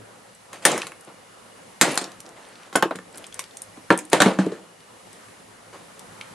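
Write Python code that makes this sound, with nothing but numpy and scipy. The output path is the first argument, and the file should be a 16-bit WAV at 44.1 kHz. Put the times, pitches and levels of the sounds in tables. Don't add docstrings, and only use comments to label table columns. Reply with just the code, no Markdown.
import sys
import numpy as np
from scipy import signal
from scipy.fft import rfft, irfft, next_fast_len
from scipy.io import wavfile
from scipy.ndimage import uniform_filter1d

SR = 44100
rng = np.random.default_rng(int(sys.argv[2]) if len(sys.argv) > 2 else 0)


def inscribe(sig):
    pcm = np.round(np.clip(np.atleast_2d(sig).T, -1, 1) * 32767)
    wavfile.write(sys.argv[1], SR, pcm.astype(np.int16))


N = 279925

# t/s, click level/dB, board level/dB, plastic level/dB, chatter T60/s, click dullness/1
IMPACTS = [(0.5304, -26, -44, -36.5, 0.039, 0.2), (0.652, 1.5, -19, -7.5, 0.069, 0.4),
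           (0.778, -15.5, -27.5, -25.5, 0.036, 0), (0.8309, -43, -33, -32, 0.027, 0.8),
           (0.8687, -18, -53, -36, 0.035, 0.26), (0.919, -36, -45, -37, 0.023, 0.35),
           (1.8123, 6, -13, -13.5, 0.081, 0.47), (1.8203, -13, -24, -23, 0.018, 0.7),
           (1.9754, -2.5, -31, -25, 0.049, 0.7), (2.0136, -17.5, -25.5, -48, 0.12, 0.7),
           (2.7278, -32.5, -36, -33.5, 0.44, 0.6), (2.7549, -23, -16.5, -10.5, 0.054, 0.6),
           (2.7573, -9.5, -56, -37, 0.05, 0.06), (2.825, -13, -29, -10, 0.032, 0.14),
           (2.8543, -37, -17, -48, 0.057, 0.5), (2.9096, -40, -23, -26.5, 0.036, 0.5),
           (2.953, -39, -25, -38, 0.06, 0.6), (2.957, -24.5, -44, -37, 0.043, 0.54),
           (2.988, -37, -34, -33, 0.028, 0.2), (3.3927, -10.5, -65, -29, 0.049, 0.16),
           (3.7731, -41, -34, -48, 0.075, 0.5), (3.9043, -25, -3, -6, 0.056, 0.4),
           (3.925, -20.5, -14, -28, 0.045, 0.7), (3.9888, -17, -33, -57, 0.06, 0.1),
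           (4.131, -0.5, -4, -8.5, 0.026, 0.57), (4.203, -5.5, -27, -11.5, 0.077, 1),
           (4.2193, -1.5, -9, -7, 0.033, 0.55), (4.2592, -36, -2.5, -33, 0.098, 0.8),
           (4.3879, -26, -2.5, -21, 0.18, 0.9), (4.4634, -31, -11.5, -43, 0.05, 0.6),
           (4.5187, -32, -21, -40, 0.28, 0.9)]
# f/Hz, coherence/1
NEAR_COHERENCE = [(100, .99), (1000, 0.88), (4000, 0.83), (12000, 0.42)]


def impacts():
    # f/Hz, relative level/dB, T60/s
    board_modes = [(188, -6, .16), (255, -6, .07), (320, 3, .085), (385, -6, .05), (450, -3, .065),
                   (520, -7, .06), (605, -7, .055), (690, -8, .05)]
    plastic_modes = [(788, -3, 0.063), (897, -3, 0.068), (972, -2.5, 0.017), (1100, 13, 0.015),
                     (1348, -5.5, 0.081), (1509, 8.5, 0.017), (1764, 7.5, 0.022), (2120, -6, 0.039),
                     (2120, -10, 0.045), (2616, -5.5, 0.017), (3150, -5, 0.017)]
    # f/Hz, relative density level/dB
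    bright_spectrum = [(1180, -24), (2000, 5), (3760, -6.5), (5440, -6), (7020, 2.5), (9050, -1),
                       (12900, -4), (14700, -33), (16300, -80)]
    dull_spectrum = [(1500, -1.5), (2300, -20), (3500, 0), (5000, -7.5), (9000, -6), (13000, -53)]
    contact_s, click_rise_s = 0.00052, 0.00028
    out, t = np.zeros((2, N)), np.arange(SR // 4) / SR
    bright = stereo_noise(bright_spectrum, NEAR_COHERENCE, patchy_db=2.2, grain_db=2.2)
    dull = stereo_noise(dull_spectrum, NEAR_COHERENCE, patchy_db=2.2, grain_db=2.2)
    pulse = t / contact_s * np.exp(-t / contact_s)
    swell = 1 - np.exp(-t / (3.3 * contact_s))
    for start, click_db, board_db, plastic_db, t60, dullness in IMPACTS:
        fade = decay(t, t60)
        chatter = (decay(t, 0.0037) + 0.14 * fade) * rng.standard_normal(len(t))
        blow = pulse + 0.015 * signal.fftconvolve(chatter, pulse)[:len(t)]
        snap = np.append(6, chatter[1:])
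        thud = amp(board_db) * swell * modal_response(board_modes, blow, t)
        knock = amp(plastic_db) * modal_response(plastic_modes, snap, t)
        noise = ((1 - dullness) * bright + dullness * dull)[:, round(start * SR):][:, :len(t)]
        attack = 1 - np.exp(-t / click_rise_s)
        click = attack * (fade + 1.64 * decay(t, 0.007)) * noise
        add(out, start, thud + knock + amp(click_db) * click / np.abs(click).max())
    return out


def modal_response(modes, force, t):
    impulse_response = np.zeros(len(t))
    for hz, db, t60 in modes:
        strength = amp(db + rng.normal(0, 5)) * rng.choice([-1, 1])
        detuned_hz = hz * rng.normal(1, 0.018)
        impulse_response += strength * decay(t, t60) * np.sin(2 * np.pi * detuned_hz * t)
    sound = signal.fftconvolve(impulse_response, force)[:len(t)]
    return sound / np.sqrt(np.max(uniform_filter1d(sound ** 2, size=200)))


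def rattle():
    # t/s, board level/dB, airborne level/dB, T60/s
    clatters = [(.652, -16, -22, 0.43), (1.812, -16, -19.5, 0.57), (2.755, -10, -44, 0.12),
                (2.825, -8.5, -32, 0.1), (2.909, -21, -49, 0.097), (3.904, -7.5, -26, 0.16),
                (4.131, -12.5, -23, 0.21), (4.203, -11.5, -19.5, 0.3), (4.219, -33, -34, 0.064),
                (4.259, -15, -29.5, 0.24), (4.389, -28, -39.5, 0.61)]
    # t/s, duration/s, board level/dB, airborne level/dB
    slides = [(0.525, 0.015, -43, -39), (0.619, 0.1, -52, -40.5), (0.67, .13, -45, -41.5),
              (1.068, 0.01, -40, -71), (2.008, 0.032, -50, -78), (2.24, 0.14, -48.5, -72),
              (2.358, 0.32, -58.5, -51.5), (3.134, 0.098, -48.5, -49), (3.34, .08, -62, -51.5),
              (4.115, .02, -51, -29.5), (5.725, 0.021, -43.5, -46.5)]
    # f/Hz, relative density level/dB
    board_spectrum = [(76, -41), (130, -3.5), (176, -5), (248, -8), (346, -2.5), (414, -11), (449, -6),
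                      (530, -5.5), (3500, -28.5), (4550, -33), (7700, -120)]
    airborne_spectrum = [(1760, 3), (3000, -2), (5690, -8.5), (6600, -8), (7700, -7), (9620, -8),
                         (13100, -22), (15000, -50)]
    slide_rise_s, slide_t60_s = 0.0072, 0.31
    envelopes, t = np.zeros((2, N)), np.arange(SR // 2) / SR
    for start, board_db, airborne_db, t60 in clatters:
        nearest_impact = min((row[0] for row in IMPACTS), key=lambda time: abs(time - start))
        add(envelopes, nearest_impact, amp([[board_db], [airborne_db]]) * decay(t, t60))
    for start, duration, board_db, airborne_db in slides:
        stroke = np.clip(t / slide_rise_s, 0, 1) * decay(np.maximum(t - duration, 0), slide_t60_s)
        add(envelopes, start, amp([[board_db], [airborne_db]]) * stroke)
    board = stereo_noise(board_spectrum, NEAR_COHERENCE, patchy_db=2.2, grain_db=1.5)
    airborne = stereo_noise(airborne_spectrum, NEAR_COHERENCE, patchy_db=2, grain_db=1.8)
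    return envelopes[0] * board + envelopes[1] * airborne


def ticks():
    # t/s, level/dB, f/Hz, share of narrow resonance/1
    touches = [(0.3496, -37, 8700, 0.7), (0.717, -16.5, 6900, 0.5), (0.8187, -13, 2760, 0.44),
               (1.0094, -32.5, 9700, 1), (1.048, -39, 9200, 0.8), (1.917, -20, 10000, 0.4),
               (1.9324, -26, 10300, 0.5), (1.944, -23, 11000, .4), (1.9555, -16.5, 10500, .8),
               (2.0420, -18.5, 4700, 0), (2.1177, -29.5, 7200, 0), (2.2037, -21.5, 9050, 0.1),
               (2.2557, -41, 4600, .4), (2.2634, -31, 4420, 0), (2.2907, -34.5, 8200, 0.25),
               (2.4512, -36.5, 3900, .4), (2.487, -38, 9300, .5), (2.5564, -34, 3750, 0.1),
               (2.6333, -35, 3080, 0.15), (2.7586, -4, 9800, 0.5), (3.1273, -39, 7900, .3),
               (3.146, -35, 4540, 0.5), (3.1574, -29, 8820, 0.4), (3.175, -25, 8800, 0.5),
               (3.181, -21.5, 8400, 0), (3.242, -29, 3320, 0), (3.267, -29.5, 8300, 0.3),
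               (3.325, -33, 3300, 0.3), (3.3432, -22, 8450, 0.1), (3.4184, -33, 11000, .4),
               (3.4405, -26, 4630, 0.07), (3.5093, -40, 3750, 0.3), (3.5702, -20.5, 8750, 0.1),
               (3.619, -18.5, 9740, 1), (3.9764, -16, 8800, 1), (4.0517, -30, 9000, 1),
               (4.1002, -29, 8800, 0.7), (4.805, -38.5, 3490, 0), (5.1305, -33, 8240, 0.1),
               (5.285, -39, 2100, 0.7), (5.994, -26.5, 8100, 0.02), (6.2117, -22.5, 2230, 1)]
    broad_q, narrow_q, cutoff_hz = 1.3, 7, 12800
    out, t = np.zeros((2, N)), np.arange(SR // 10) / SR
    envelope = 0.37 * decay(t, 0.019) + 0.33 * decay(t, 0.0012)
    for start, db, hz, ringing in touches:
        crack = envelope * rng.standard_normal(len(t))
        broad = signal.lfilter(*signal.iirpeak(hz, broad_q, SR), crack)
        narrow = signal.lfilter(*signal.iirpeak(hz, narrow_q, SR), crack)
        tick = (1 - ringing) * broad + 8.1 * ringing * narrow
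        channel_gains = amp(db + rng.normal(0, 1.0, size=(2, 1)))
        add(out, start, channel_gains * tick / np.abs(tick).max())
    return filtered(out, lambda hz: 1 / (1 + (hz / cutoff_hz) ** 16))


def nail():
    # t/s, f/Hz, level/dB, T60/s
    tones = [(.652, 9300, -11, .1), (.825, 10130, -49, .6)]
    out, t = np.zeros(N), np.arange(SR // 4) / SR
    fade_out = np.clip((t[-1] - t) / 0.075, 0, 1)
    for start, hz, db, t60 in tones:
        add(out, start, amp(db) * decay(t, t60) * np.sin(2 * np.pi * hz * t) * fade_out)
    return out


def reverberation(direct):
    # f/Hz, T60/s
    decay_times = [(150, 0.59), (1000, 0.25), (5000, 0.16), (12000, 0.095)]
    # f/Hz, coherence/1
    coherence = [(150, 0.9), (500, 0.92), (2000, 0.8), (10000, 0.16)]
    out, block, delay_s = np.zeros((2, N)), SR // 6, 0.004
    for first in range(0, N, block):
        hz, t, noise = signal.stft(rng.standard_normal((2, SR // 3)), SR, nperseg=256)
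        hz = hz[:, None]
        bass_loss = hz / (hz + 700)
        mid, side = bass_loss * noise * mid_side_gains(coherence, hz)
        bands = np.array([mid + side, mid - side]) * decay(t, at_frequency(decay_times, hz))
        tail = signal.istft(bands, SR, nperseg=256)[1]
        tail /= np.linalg.norm(tail[0])
        add(out, first / SR + delay_s, signal.fftconvolve(direct[:, first:first + block], tail, axes=1))
    return out


def room_air_and_hiss():
    # t/s, room level/dB, hiss level/dB
    levels = [(0, -44.5, -54), (.25, -51, -54.5), (1.2, -51, -54.5), (1.7, -49, -52), (2.6, -50, -56),
              (3.7, -49.5, -52), (4.8, -52, -55), (5.15, -48.5, -51), (5.6, -50, -54), (5.8, -49.5, -52),
              (6.35, -44, -50)]
    # f/Hz, relative density level/dB
    room_spectrum = [(15, -38), (25, -29), (40, -14), (86, -17.5), (108, 0.5), (139, -12.5), (165, -2),
                     (344, -6.5), (525, -0.5), (624, -5), (662, -4.5), (1320, -6.5), (2500, -21.5),
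                     (3250, -45), (5500, -120)]
    hiss_spectrum = [(1060, -31), (1800, -2.5), (2610, -7.5), (2840, -6), (3140, -8), (3560, -8.5),
                     (4040, -9), (5620, -11), (10800, -9), (12300, -22), (13500, -57), (14500, -90)]
    # f/Hz, coherence/1
    coherence = [(60, 0.59), (150, 1), (380, 0.13), (950, 0.15), (2380, 0.23), (5980, 0.45), (15000, 0.053)]
    room_gain, hiss_gain = gain_curves(levels)
    hiss = stereo_noise(hiss_spectrum, coherence, patchy_db=0.55)
    room = stereo_noise(room_spectrum, coherence, patchy_db=2.0)
    return room_gain * room + hiss_gain * hiss


def camera_whine():
    # t/s, level/dB
    levels = [(0, -75), (.8, -72), (1.0, -68.5), (1.8, -67), (2.1, -74), (4.3, -72), (4.6, -67.5),
              (5.0, -69), (5.2, -75), (6.35, -75)]
    carrier_hz, turns_per_s, offset_s = 2892, 29.97, 0.0082
    t = np.arange(N) / SR
    turns = turns_per_s * (t - offset_s) + 1
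    strengths = amp(1.5 * rng.standard_normal(int(turns[-1]) + 1))
    pulses = strengths[turns.astype(int)] * np.sin(np.pi * turns) ** 2
    return gain_curves(levels)[0] * unit_rms(pulses * np.sin(2 * np.pi * carrier_hz * t))


def stereo_noise(spectrum, coherence, patchy_db, grain_db=0):
    grain_sizes = np.minimum(rng.exponential(size=N // 40 + 1), 3)
    grains = amp(grain_db * np.repeat(grain_sizes, 40)[:N])
    bands = signal.stft(grains * rng.standard_normal((2, N)), nperseg=512)[2]
    patches = uniform_filter1d(rng.standard_normal(bands.shape[1:]), size=6, axis=0)
    patches = unit_rms(uniform_filter1d(patches, size=10, axis=1))
    pair = signal.istft(bands * amp(patchy_db * patches), nperseg=512)[1][:, :N]
    mid, side = filtered(pair, lambda hz: amp(at_frequency(spectrum, hz)) * mid_side_gains(coherence, hz))
    return unit_rms(np.array([mid + side, mid - side]))


def mid_side_gains(coherence, hz):
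    angle = np.arccos(np.clip(at_frequency(coherence, hz), -1, 1)) / 2
    return np.array([np.cos(angle), np.sin(angle)])


def amp(db):
    return 10 ** (np.asarray(db) / 20)


def decay(t, t60):
    return amp(-60 * t / t60)


def unit_rms(x):
    return x / np.sqrt(np.mean(x ** 2) + 1e-20)


def at_frequency(points, hz):
    frequencies, values = np.transpose(points)
    return np.interp(np.log(hz + 1), np.log(frequencies + 1), values)


def gain_curves(rows):
    times, *levels = np.transpose(rows)
    return amp([np.interp(np.arange(N) / SR, times, db, -120, -120) for db in levels])


def filtered(x, response):
    size = next_fast_len(N + SR // 2)
    return irfft(rfft(x, size) * response(np.fft.rfftfreq(size, 1 / SR)), size)[..., :N]


def add(track, start_s, sound):
    part = track[..., round(start_s * SR):][..., :sound.shape[-1]]
    part += sound[..., :part.shape[-1]]


def scene():
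    direct = impacts() + ticks() + nail()
    contacts = direct + amp(-9.0) * reverberation(direct) + rattle()
    contacts = filtered(contacts, lambda hz: (1j * hz / (140 + 1j * hz)) ** 4 / (1 + (hz / 12500) ** 12))
    return contacts + room_air_and_hiss() + camera_whine()


def record(dry):
    ceiling, top_hz = 1.03, 16400
    clipped = dry / (1 + np.abs(dry / ceiling) ** 8) ** (1 / 8)
    return filtered(clipped, lambda hz: np.clip((top_hz - hz) / 500, 0, 1))


dry = scene()
out = record(dry)
inscribe(out)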